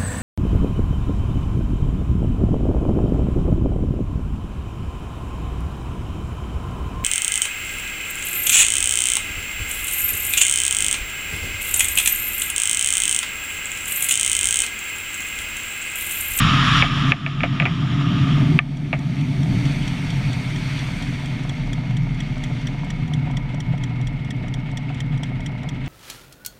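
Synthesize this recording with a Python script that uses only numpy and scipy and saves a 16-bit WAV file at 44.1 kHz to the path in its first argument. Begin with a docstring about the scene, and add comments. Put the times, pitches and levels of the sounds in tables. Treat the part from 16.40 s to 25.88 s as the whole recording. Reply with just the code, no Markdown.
"""The airframe of a small flying boat rumbles as it skims onto calm water, ploughs to a stop and drifts.
Water pounding the hull drives the resonances of wing, panels and cavity; the keel hisses, the bow throws
spray, and wavelets knock on the floating hull. The engine hums at idle and a loose part ticks with it.
All is heard from a camera in a closed housing on the wing. Drops strike the housing and make it ring;
each hard one ducks the camera's gain, which then creeps back up."""
import sys
import numpy as np
from scipy import signal
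from scipy.fft import rfft, irfft, next_fast_len
from scipy.io import wavfile
from scipy.ndimage import uniform_filter1d, minimum_filter1d, map_coordinates

SR = 44100
rng = np.random.default_rng(int(sys.argv[2]) if len(sys.argv) > 2 else 0)


def wav_out(sig):
    """Save sig, one row per channel (or a flat mono array), as 16-bit PCM at SR to the path in sys.argv[1]."""
    wavfile.write(sys.argv[1], SR, np.round(np.clip(np.atleast_2d(sig).T, -1, 1) * 32767).astype(np.int16))


N = 418068

# water pounding the hull, hard while it planes, light once it floats: (time [s], level [dB])
HULL_LOAD = [(0, -16), (.4, -19), (.7, -14.5), (1.0, -11), (1.6, -13.5), (3.1, -15), (3.55, -23.5),
             (4.5, -25), (7.8, -26.5), (9.48, -27)]
# waves passing under the floating hull: (time [s], length [s], wing boost [dB])
SWELLS = [(3.818, .2, 5), (5.58, 0.22, 6.5), (6.77, 0.35, 6.5), (7.3, 0.1, 7.5), (8.74, 0.17, 5.5)]
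# airframe and airflow spectra: (frequency [Hz], relative level [dB])
WING_SPECTRUM = [(85, -20), (112, -14.5), (130, -5.5), (143, 0.5), (156, -6), (180, -11), (205, -22.5)]
PANEL_SPECTRUM = [(160, -12), (205, -2), (230, -1.5), (247, -1.5), (285, 1), (310, -11), (340, -19),
                  (367, -11), (385, -20.5), (460, -27)]
CAVITY_SPECTRUM = [(480, -21), (620, 2), (740, 2.5), (815, -11.5), (890, 4), (1000, -16)]
SLIPSTREAM_SPECTRUM = [(25, 9), (34, -13.5), (50, 0.5), (70, -2.5), (95, 1), (130, -3)]
# drops on the housing: (time [s], snap peak [dB], splat level [dB])
DROPS = [(.4235, 4, -8), (.7203, 14.5, -8), (.8635, 3, -14), (1.006, -1, -19), (1.034, 3, -4),
         (1.2, 5, -12), (1.2215, -3, -15), (1.2545, 1, -7), (2.1898, 12.5, -16), (2.5295, -1, -9.5)]
# the housing's modes: (frequency [Hz], relative level [dB], t60 [s])
HOUSING_MODES = [(698, -15.5, 0.05), (1200, -5, 0.046), (1783, -4, 0.04), (1990, 1, 0.015),
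                 (2296, 4.5, 0.019), (2475, 14.5, 0.0088), (3140, -2, 0.013)]
# engine harmonics: (multiple of the pulse rate, mean level [dB])
HUM_HARMONICS = [(1, -31.5), (2, -43), (3, -61.5), (4, -56), (5, -56.5), (6, -63), (8, -59.5)]
# engine noise spectra: (frequency [Hz], relative level [dB])
MACHINERY_SPECTRUM = [(400, -0.5), (520, -10), (630, -4.5), (750, -3.5), (815, -5), (880, 3), (970, -5),
                      (1080, -12.5), (1230, -2), (1620, -9.5), (1880, -3), (2700, -7), (3600, -14),
                      (5100, -23), (8500, -44), (14500, -54.5)]
WHINE_SPECTRUM = [(1950, -23), (2120, 12), (2200, 13), (2420, -15)]
# hiss of the planing keel: (time [s], level [dB])
KEEL_LEVEL = [(0, -19), (.2, -19.5), (.4, -17), (.5, -22.5), (1.1, -24.5), (1.95, -30), (2.25, -44.5),
              (2.8, -42.5)]
# water thrown up by the bow: (time [s], level [dB])
SPRAY_LEVEL = [(1.5, -45.5), (2.3, -38), (3.25, -35.5), (3.7, -37), (4.5, -35.5), (5.55, -47),
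               (6.15, -43.5), (6.7, -51), (8, -65)]
# the rattle's cycle, lengthening as the engine settles: (time [s], period [s])
RATTLE_PERIOD = [(2.7, .2196), (5.3, .2381), (6.2, .2324), (7.9, .2347), (9.0, .2279)]
# contacts in each cycle: (phase [cycles], level re the main tick [dB])
CONTACTS = [(0, 0), (.25, -23), (.75, -11.5)]
# the loose part's modes: (frequency [Hz], width [Hz], relative level [dB])
RATTLE_MODES = [(1900, 280, 8), (2550, 400, -3), (3290, 480, 9.5), (4400, 500, -8), (5720, 560, 1.5),
                (7080, 340, -1.5), (8000, 1000, -6.5), (8850, 400, -13.5), (10600, 1000, -23),
                (12700, 1100, -25)]
# the strongest wavelets on the hull: (time [s], excitation level [dB])
SLAPS = [(5.965, -31), (6.43, -31), (6.868, -25.5), (6.897, -28.5), (7.138, -33), (7.332, -28.5),
         (7.597, -34), (8.036, -28), (8.498, -28), (8.992, -32)]
# spectra of the water sounds: (frequency [Hz], relative level [dB])
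SPLAT_SPECTRUM = [(80, -2), (150, 7), (430, -12), (690, 3), (950, -10), (1800, -6), (2250, 1), (3000, -13),
                  (4200, -29), (8000, -45)]
KEEL_SPECTRUM = [(600, -23.5), (950, -10), (1230, 8.5), (1450, -3.5), (1800, -1.5), (2050, -6.5),
                 (3200, -0.5), (3700, -6.5), (4200, -16.5), (5100, -17), (5600, -16), (6200, -26.5),
                 (7000, -22), (7700, -32.5), (11000, -40), (15000, -58)]
WASH_SPECTRUM = [(400, -6), (700, -3.5), (1050, -3), (1800, 0.5), (2250, 6.5), (2800, -1), (3500, 0.5),
                 (4050, -6), (4500, -2), (5100, -13.5), (5650, -7.5), (7500, -21)]
MIST_SPECTRUM = [(6200, 4), (7400, 1), (8550, 8.5), (10000, -1.5), (13000, -6), (15000, -12.5)]
SLOSH_SPECTRUM = [(700, -16), (1300, -5), (1850, -2), (2600, -0.5), (3500, -6), (5000, -20.5), (8500, -27)]
KNOCK_SPECTRUM = [(90, -9), (150, 7.5), (230, -10.5), (350, -6.5), (520, -1), (620, 1), (740, 8.5),
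                  (815, -11), (900, 2), (1150, -9.5), (2300, -14.5), (4000, -39)]


def airframe(boom_db=-1.25, panel_db=-9, cavity_db=-26.5, air_db=-36.0, air_speed_db=7.5, stop_s=4.9):
    """Forced vibration: one water load drives wing, panels and cavity; air rumble eases as speed falls."""
    t, load_db = seconds(), curve(HULL_LOAD)
    swell_db = sum(db * np.exp(-(2 * (t - s) / length) ** 2) for s, length, db in SWELLS)
    speed = np.clip(1 - t / stop_s, 0, 1)
    wing = amp(boom_db + swell_db) * drone(WING_SPECTRUM, hold_s=0.15)
    panels = amp(panel_db) * drone(PANEL_SPECTRUM, hold_s=0.5)
    pounding = unit(noise() + grains(rate=70, spread_db=15.0))
    cavity = amp(cavity_db) * coloured(pounding, CAVITY_SPECTRUM)
    air = amp(air_db + air_speed_db * speed) * coloured(noise(), SLIPSTREAM_SPECTRUM)
    return amp(load_db) * (wing + panels + cavity) + air


def drops(attack_s=0.00036, crack_db=-42):
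    """Impact excitation: each drop rings the housing's damped modes, then spreads in a wet splat."""
    snaps, t = np.zeros(N), np.arange(SR // 10) / SR
    ring = sum(amp(db - 60 * t / t60) * np.sin(2 * np.pi * hz * t) for hz, db, t60 in HOUSING_MODES)
    ring *= 1 - np.exp(-(t / attack_s) ** 2)  # water makes a soft contact
    for s, db, _ in DROPS:
        add(snaps, s, amp(db) * ring / np.abs(ring).max())
    crack = bursts([(s, db + crack_db) for s, db, _ in DROPS], rise_s=.0002, t60=.007)
    splat = bursts([(s, db) for s, _, db in DROPS], rise_s=.002, t60=.09)
    return snaps + crack + coloured(splat, SPLAT_SPECTRUM)


def engine(pulse_hz=122.74, low_throb_hz=34, low_throb_db=-38.5, machinery_db=-44.5, whine_db=-45.5,
           throb_depth=0.12):
    """Periodic pulses give a harmonic hum; a deep, wavering throb pulses machine noise under a whine."""
    clock = np.cumsum(1 + 0.002966 * wobble(1.5) + 0.00618 * wobble(17)) / SR  # the speed wavers
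    hum = sum(amp(db + 3.3 * wobble(3.7)) * np.sin(2 * np.pi * order * pulse_hz * clock)
              for order, db in HUM_HARMONICS)
    low_throb = np.sin(2 * np.pi * low_throb_hz * clock + 0.87 * wobble(7))
    tones = np.sqrt(2) * (hum + amp(low_throb_db + 7.1 * wobble(7)) * low_throb)
    machinery = amp(machinery_db) * coloured(noise(), MACHINERY_SPECTRUM) * (1 + throb_depth * low_throb)
    whine = amp(whine_db) * drone(WHINE_SPECTRUM, hold_s=0.085)
    return tones + machinery + whine


def keel_hiss(flutter_db=-0.72, fade_db_per_s=40):
    """Shear noise: the keel cuts the surface with a hiss that dies as the hull comes off the step."""
    off_step_s = np.maximum(seconds() - KEEL_LEVEL[-1][0], 0)
    level_db = curve(KEEL_LEVEL) - fade_db_per_s * off_step_s + flutter_db * wobble(26.1)
    return amp(level_db) * coloured(patchy(noise(), depth_db=1.0), KEEL_SPECTRUM)


def spray(mist_db=-57, mist_exponent=1.37, reference_db=-38, fizz_db=-76, droplets=0.36):
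    """Random impacts: bow spray rains back as a wash; mist follows a power law, over a steady fizz."""
    spray_db = curve(SPRAY_LEVEL)
    water = unit(noise() + droplets * grains(rate=500, spread_db=24))
    wash = amp(spray_db + 0.73 * wobble(13)) * coloured(patchy(water, depth_db=1.5), WASH_SPECTRUM)
    mist = amp(mist_db + mist_exponent * (spray_db - reference_db))
    return wash + np.hypot(mist, amp(fizz_db)) * coloured(noise(), MIST_SPECTRUM)


def rattle(tick_db=-30.5, growth_db_per_s=.42, scatter_db=1.0, rub_db=-15, reference_tick_s=2.3665):
    """Intermittent contact: a loose part rocks with the engine, in cycles of tick, rebound, rub, rebound."""
    t = seconds()
    turns = np.cumsum(1 / curve(RATTLE_PERIOD)) / SR
    turns -= np.interp(reference_tick_s, t, turns)
    cycles = np.arange(int(turns[-1]) + 1)  # the first tick falls at reference_tick_s
    times_at = lambda phase: np.interp(cycles + phase, turns, t)
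    level_db = tick_db + growth_db_per_s * (times_at(0) - reference_tick_s)
    level_db += scatter_db * rng.standard_normal(len(cycles))
    contacts = np.vstack([np.c_[times_at(phase), level_db + db] for phase, db in CONTACTS])
    resonances = lambda f: unit(sum(amp(db) * (1j * f * width / (hz * hz - f * f + 1j * f * width)) ** 2
                                    for hz, width, db in RATTLE_MODES))
    ticks = filtered(bursts(contacts, rise_s=.0042, t60=.03), resonances)
    rubs = bursts(np.c_[times_at(.5), level_db + rub_db], rise_s=0.0087, t60=0.16)
    return ticks + coloured(rubs, SLOSH_SPECTRUM)


def lapping(ripple_db=-49, slosh_db=-51, slosh_swing_db=7):
    """Cavity resonance: wavelets and ripples knock on the hollow hull, with sloshes between them."""
    knocks = bursts(SLAPS, rise_s=.003, t60=.04)
    ripples = amp(ripple_db) * grains(rate=30, spread_db=18.5)
    surge = amp(slosh_swing_db * np.clip(wobble(24), -2, 2))
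    sloshes = amp(slosh_db) * unit(surge * coloured(noise(), SLOSH_SPECTRUM))
    return sloshes + coloured(knocks + ripples, KNOCK_SPECTRUM)


def amp(db):
    """Decibels to amplitude ratio."""
    return 10 ** (np.asarray(db) / 20)


def unit(x):
    """Normalisation to rms 1."""
    return x / np.sqrt(np.mean(np.abs(x) ** 2) + 1e-20)


def seconds():
    """The time of every sample."""
    return np.arange(N) / SR


def curve(rows):
    """Linear interpolation of (time [s], value) rows at every sample."""
    return np.interp(seconds(), *np.transpose(rows))


def noise():
    """White noise of rms 1."""
    return rng.standard_normal(N)


def wobble(rate):
    """Random modulation: a smooth curve through rate knots a second."""
    knots = rng.standard_normal(int(N * rate / SR) + 4)
    coarse = np.arange(0, N, 32)
    return np.interp(np.arange(N), coarse, map_coordinates(knots, [coarse * rate / SR]))


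def filtered(x, response):
    """Linear filtering by a complex frequency response."""
    size = 2 * next_fast_len(N // 2 + SR // 4)
    return irfft(rfft(x, size) * response(np.fft.rfftfreq(size, 1 / SR)), size)[:N]


def coloured(x, spectrum, size=8192):
    """Minimum-phase filter of unit power, shaped like the spectrum and falling steeply past its ends."""
    hz, db = np.transpose(spectrum)
    hz, db = np.r_[hz[0] / 2, hz, hz[-1] * 2], np.r_[db[0] - 40, db, db[-1] - 60]
    level_db = np.interp(np.log(np.fft.rfftfreq(size, 1 / SR) + 1), np.log(hz), db)
    cepstrum = irfft(np.log(unit(amp(level_db))))
    cepstrum[1:size // 2] *= 2  # folding makes the filter causal
    cepstrum[size // 2 + 1:] = 0
    return signal.oaconvolve(x, irfft(np.exp(rfft(cepstrum))))[:N]


def drone(spectrum, hold_s):
    """Resonant noise that flutters quickly but keeps its mean power over hold_s."""
    x = unit(coloured(noise(), spectrum))
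    power = np.abs(uniform_filter1d(x ** 2, size=round(hold_s * SR)))
    return x / np.sqrt(power + 1e-6)


def grains(rate, spread_db):
    """Shot noise: rate random impulses a second, of uneven size, rms 1."""
    where, size = rng.random((round(rate * N / SR), 2)).T
    height = amp(spread_db * size) * (-1) ** np.arange(len(size))
    return unit(np.bincount((where * N).astype(int), height, N))


def patchy(x, depth_db):
    """Random modulation: small patches of time and frequency swell and fade on their own."""
    spectra = signal.stft(x, nperseg=512)[2]
    field = uniform_filter1d(rng.standard_normal(spectra.shape), size=6, axis=0)
    field = unit(uniform_filter1d(field, size=7, axis=1))
    return unit(signal.istft(spectra * amp(depth_db * field))[1][:N])


def add(track, start_s, sound):
    """Superpose a sound on a track."""
    span = track[max(round(start_s * SR), 0):][:len(sound)]
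    span += sound[:len(span)]


def bursts(rows, rise_s, t60):
    """A noise burst that rises and decays exponentially for each (time [s], level [dB])."""
    envelope, t = np.zeros(N), np.arange(SR // 5) / SR
    onset = np.minimum(t / rise_s, 1) ** 2
    for s, db in rows:
        add(envelope, s, onset * amp(db - 60 * np.maximum(t - rise_s, 0) / t60))
    return envelope * noise()


def scene():
    """Superposition of all sources at the one microphone in the housing."""
    return (engine() + airframe() + keel_hiss() + spray() + lapping() + rattle() + drops())[None]


def record(dry, recovery_db_per_s=11, top_hz=15300):
    """Automatic gain control ducks just ahead of a peak over full scale and recovers; a low-pass follows."""
    x, climb_db = dry[0], recovery_db_per_s * seconds()
    needed_db = -20 * np.log10(np.maximum(np.abs(x), 1))
    ahead_db = minimum_filter1d(needed_db, size=265)  # looks 3 ms ahead
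    gain_db = np.minimum.accumulate(ahead_db - climb_db) + climb_db
    ducked = x * amp(uniform_filter1d(gain_db, size=65))
    return filtered(ducked, lambda hz: hz < top_hz)[None]


dry = scene()
out = record(dry)
wav_out(out)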